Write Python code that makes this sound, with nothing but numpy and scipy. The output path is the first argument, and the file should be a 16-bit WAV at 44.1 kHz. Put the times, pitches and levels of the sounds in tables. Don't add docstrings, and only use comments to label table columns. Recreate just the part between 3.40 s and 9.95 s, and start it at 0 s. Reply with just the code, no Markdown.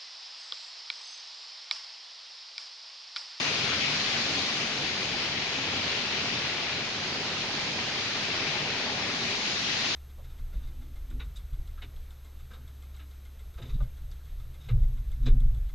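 import sys
import numpy as np
from scipy import signal
from scipy.fft import rfft, irfft, next_fast_len
from scipy.io import wavfile
from scipy.ndimage import uniform_filter1d, map_coordinates

SR = 44100
rng = np.random.default_rng(int(sys.argv[2]) if len(sys.argv) > 2 else 0)


def int16_out(signal):
    q = np.round(np.clip(np.atleast_2d(signal).T, -1, 1) * 32767)
    wavfile.write(sys.argv[1], SR, q.astype(np.int16))


N = 288855
TOP_HZ = 10750


def amp(db):
    return 10 ** (np.asarray(db) / 20)


def unit(pair):
    middle = pair.mean(0)
    return pair / np.sqrt(np.mean(middle ** 2) + 1e-20)


def along(points, hz):
    point_hz, value = np.transpose(points)
    return np.interp(np.log(hz + 1), np.log(point_hz + 1), value)


def curves(rows):
    time_s, *columns = np.transpose(rows)
    return [np.interp(np.arange(N) / SR, time_s, column) for column in columns]


def wobble(rate_hz):
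    knots = rng.standard_normal(int(N * rate_hz / SR) + 4)
    return map_coordinates(knots, [np.arange(N) * rate_hz / SR])


def swell(at_s, width_s):
    return np.exp(-((np.arange(N) / SR - at_s) / width_s) ** 2)


def filtered(x, response):
    padded = next_fast_len(N + SR // 2)
    spectrum = rfft(x, padded)
    return irfft(spectrum * response(np.fft.rfftfreq(padded, 1 / SR)), padded)[..., :N]


def rush(patchy_db):
    z = signal.stft(rng.standard_normal((2, N)), nperseg=512)[2]
    field = uniform_filter1d(rng.standard_normal(z.shape[1:]), size=8, axis=0)
    field = uniform_filter1d(field, size=14, axis=1)
    patchy = z * amp(patchy_db * field / field.std())
    return unit(signal.istft(patchy, nperseg=512)[1][:, :N])


def bubbles(count, hz, spread, cycles, size_db, rise, size=300):
    t = np.arange(size) / SR
    start = rng.integers(0, N, (count, 1))
    port = rng.integers(0, 2, (count, 1))
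    pitch_hz = np.minimum(hz * np.exp(spread * rng.standard_normal((count, 1))), TOP_HZ)
    strength = amp(size_db * np.minimum(rng.exponential(size=(count, 1)), 4))
    age = t * pitch_hz / cycles
    climb = 1 + rise * np.minimum(age, 2) / 2
    ring = strength * np.exp(-2 * age) * np.sin(2 * np.pi * pitch_hz * t * climb)
    ring = ring * (1 - t / t[-1])
    index = port * N + (start + np.arange(size)) % N
    return unit(np.bincount(index.ravel(), ring.ravel(), 2 * N).reshape(2, N))


# frequency in Hz, left over right in dB.
PORT_BALANCE = [(500, -0.5), (950, -0.5), (1400, 1), (1900, 5), (2400, 9), (3100, 4.5), (3800, 1),
                (4700, -0.5), (5600, -3.5), (7000, 0), (10000, -1)]


def ports(pair):
    def response(hz):
        short_waves = hz ** 4 / (hz ** 4 + 500 ** 4)
        gains = amp(np.outer([.5, -.5], short_waves * along(PORT_BALANCE, hz)))
        return gains / np.sqrt(np.mean(gains ** 2, axis=0))

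    return unit(filtered(pair, response))


# frequency in Hz, side over middle in dB.
SURROUND_WIDTH = [(170, -54), (280, -28.5), (430, -15), (620, -9.5), (1000, -7.5), (1600, -6.5),
                  (2400, -0.5), (3300, -1.5), (4500, 0.6), (7000, -1.2)]


def heard(pair, colour):
    def response(hz):
        return colour(hz) * np.array([np.ones_like(hz), amp(along(SURROUND_WIDTH, hz))])

    mid, side = filtered(pair, response)
    return ports(np.array([mid + side, mid - side]))


# centre in Hz, width in Hz, relative level in dB.
POCKETS = [(95.4, 28, 0), (131.4, 39, 0.5), (147.7, 11, 2), (186, 25, -1), (215, 19, -0.5), (235.5, 15, 2),
           (279.3, 38, 1), (394, 70, -4.5)]
# frequency in Hz, relative level in dB.
RUMBLE = [(8, -40), (22, -19), (38, -18), (65, -15.5), (90, -4), (200, 3.5), (330, -0.5), (480, 0),
          (800, -2), (1600, -45.5)]


def plunge(rumble_db=-4, throb_db=0.74, swell_db=1.5, drift=0.01984):
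    def pocket(centre_hz, width_hz):
        ring = filtered(rng.standard_normal(N), lambda hz: 1 / (1 + (2 * (hz - centre_hz) / width_hz) ** 2))
        read_at = np.cumsum(1 + drift * wobble(6))
        drifting = map_coordinates(ring, [read_at], order=1, mode="mirror")
        return drifting * amp(swell_db * wobble(5))

    booms = sum(amp(db) * pocket(centre_hz, width_hz) for centre_hz, width_hz, db in POCKETS)
    rumble = filtered(rng.standard_normal((2, N)), lambda hz: amp(rumble_db + along(RUMBLE, hz)))
    pair = np.array([rumble[0] + booms, rumble[1]])
    return heard(pair, np.ones_like) * amp(throb_db * wobble(13))


# frequency in Hz, gain in dB.
CHURN = [(150, -23), (350, 2.7), (520, -5.5), (780, -2.8), (1100, -1), (1500, -2.5), (2200, 0), (4000, -42)]


def churn(bubble_db=-7):
    gurgle = bubbles(count=3200, hz=900.5, spread=0.448, cycles=14, size_db=0.2, rise=0.13, size=1500)
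    foam = rush(patchy_db=0.5) + amp(bubble_db) * gurgle
    return heard(foam, lambda hz: amp(along(CHURN, hz)))


# time in seconds, heading in degrees.
TURN = [(0, 11), (0.45, 17), (1.5, 24), (3.5, 39), (4.35, 48), (5.05, 30), (5.75, 26), (6.5, 21)]
# frequency in Hz, gain in dB.
SPLASH = [(350, -14.5), (700, -0.5), (1400, -4), (1900, -1), (2400, -6.5), (3200, -8), (4200, 3),
          (5200, -11), (6800, -24), (8000, -46)]
SPLASH_DB_PER_DEGREE = -0.104
LEAD_S, LEAD_S_PER_DEGREE = 0.00021, -0.000001


def splashes(clump_db=1.0, drop_db=0):
    droplets = bubbles(count=5000, hz=2533, spread=0.452, cycles=8.7, size_db=0.8, rise=0.11, size=600)
    drops = rush(patchy_db=0.5) + amp(drop_db) * droplets
    water = filtered(drops.mean(0), lambda hz: amp(along(SPLASH, hz))) * amp(clump_db * wobble(35))
    heading_deg, = curves(TURN)
    lead_samples = SR * (LEAD_S + LEAD_S_PER_DEGREE * heading_deg)
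    pair = np.array([map_coordinates(water, [np.arange(N) + side * lead_samples]) for side in (.5, -.5)])
    return amp(SPLASH_DB_PER_DEGREE * heading_deg) * ports(pair)


# frequency in Hz, gain in dB.
SPRAY = [(600, -16), (1200, -6.5), (1800, -2.5), (2400, 1), (3300, -0.96), (4300, -2), (5000, -4),
         (5600, -7.5), (6500, -10), (6900, -17.5), (7350, -19), (7900, -34), (9300, -28), (10600, -42)]
# time in seconds, relative spray level in dB, fine mist over spray in dB.
HISS = [(0, 1.4, 2.5), (0.25, 2, 1.3), (0.55, 2.5, 0.8), (1.05, 0.5, 2.5), (1.45, -0.8, 1.5),
        (2.2, 0.2, -2), (2.45, 1.4, -2), (2.7, 0.5, -1.5), (2.9, 1.5, -2), (3.25, 0.2, -2.5),
        (3.5, -1.5, -1.5), (3.9, -1.8, 0.5), (4.45, -1.3, 1), (4.8, 0, -0.5), (5.02, 1.1, -2),
        (5.6, -0.8, 0), (5.9, -0.4, 3), (6.2, -0.3, 3.5), (6.48, 1.6, 2)]
PAN_DB_PER_DEGREE = -0.1054


def spray(drop_db=-11, flutter_db=0.26, mist_hz=4200):
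    level_db, mist_db = curves(HISS)
    heading_deg, = curves(TURN)
    pan_db = PAN_DB_PER_DEGREE * (heading_deg - heading_deg.mean())
    bursts = bubbles(count=16000, hz=4340, spread=0.28, cycles=1.4, size_db=-0.5, rise=0.04)
    drops = rush(patchy_db=1.08) + amp(drop_db) * bursts
    hiss = heard(drops, lambda hz: amp(along(SPRAY, hz)))
    mist = filtered(hiss, lambda hz: hz ** 4 / (hz ** 4 + mist_hz ** 4))
    sides = amp(np.outer([.5, -.5], pan_db))
    return (hiss + (amp(mist_db) - 1) * mist) * sides * amp(level_db + flutter_db * wobble(14))


# top in seconds, length in seconds, mean pitch in Hz, nominal peak in dB.
GULPS = [(0.238, 0.054, 135, -38.5), (0.468, 0.24, 150, -42), (0.6, 0.12, 205, -44),
         (0.797, 0.14, 230, -41.5), (0.92, 0.18, 277.5, -41), (1.05, 0.14, 232, -42),
         (2.193, 0.082, 260, -40), (2.52, 0.082, 389, -44), (2.86, 0.15, 232, -44), (2.967, 0.07, 275, -45),
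         (3.66, 0.13, 147, -46), (3.945, 0.079, 151.7, -44), (4.02, 0.1, 233, -52), (4.46, 0.14, 138, -47),
         (4.9, 0.15, 233, -48), (5.37, 0.12, 220, -53), (5.86, 0.14, 227, -41.5), (5.92, 0.18, 395, -47.5),
         (6.486, 0.1, 370, -49.5)]


def gulps(waver=0.0322, rough_db=2):
    out = np.zeros(N)
    for top_s, length_s, pitch_hz, peak_db in GULPS:
        phase = 2 * np.pi * np.cumsum(pitch_hz * (1 + waver * wobble(25))) / SR
        level = amp(peak_db + rough_db * wobble(30)) * swell(top_s, length_s / 2)
        out += level * np.sin(phase)
    return out


# top in seconds, length in seconds, band centre in Hz, nominal peak rms in dB.
GUSHES = [(0.327, 0.073, 1400, -41), (0.442, 0.07, 2470, -34), (3.31, 0.12, 2450, -43),
          (5.12, 0.67, 2400, -44), (5.5, 0.2, 810, -43.5), (6.46, 0.12, 1450, -50)]


def gushes(octaves=0.28, burble_db=0.5):
    out = np.zeros((2, N))
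    for top_s, length_s, centre_hz, peak_db in GUSHES:
        cloud = heard(rng.standard_normal((2, N)),
                      lambda hz: np.exp(-(np.log2((hz + 1) / centre_hz) / octaves) ** 2))
        out += amp(peak_db + burble_db * wobble(45)) * swell(top_s, length_s / 2) * cloud
    return out


# top in seconds, length in seconds, peak rms in dB.
LOW_SWELLS = [(1.48, 0.22, -57), (1.78, 0.37, -58), (4.127, 0.15, -61), (4.8, 0.11, -70), (5.65, 0.35, -66)]


def low_noise(centre_hz=55, width_hz=60):
    def response(hz):
        return np.sqrt(np.minimum(hz / centre_hz, 1)) / (1 + (2 * (hz - centre_hz) / width_hz) ** 2)

    low_band = filtered(rng.standard_normal((2, N)), response)
    flutter = amp(2.5 * np.array([wobble(8), wobble(8)]))
    strength = sum(amp(peak_db) * swell(top_s, length_s / 2) for top_s, length_s, peak_db in LOW_SWELLS)
    return strength * unit(low_band * flutter)


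# time in seconds, level in dB.
FLOW = [(0.0, -40.3), (0.35, -41.5), (1.11, -42), (2.19, -43), (2.85, -42), (3.6, -43), (4.0, -42),
        (4.5, -42), (5.4, -41), (6.26, -44), (6.55, -43)]
PLUNGE_DB, SPRAY_DB = -40.5, -33.5
CHURN_DB = -0.95
SPLASH_DB = -42
PLUNGE_FOLLOWS = 0.56


def scene():
    flow_db, = curves(FLOW)
    plunge_db = PLUNGE_DB + PLUNGE_FOLLOWS * (flow_db - flow_db.mean())
    pool = amp(plunge_db) * plunge() + gulps()
    surface = amp(flow_db + CHURN_DB) * churn() + amp(SPLASH_DB) * splashes() + gushes()
    return pool + surface + amp(SPRAY_DB) * spray() + low_noise()


def record(dry):
    return filtered(dry, lambda hz: hz < TOP_HZ)


dry = scene()
out = record(dry)
int16_out(out)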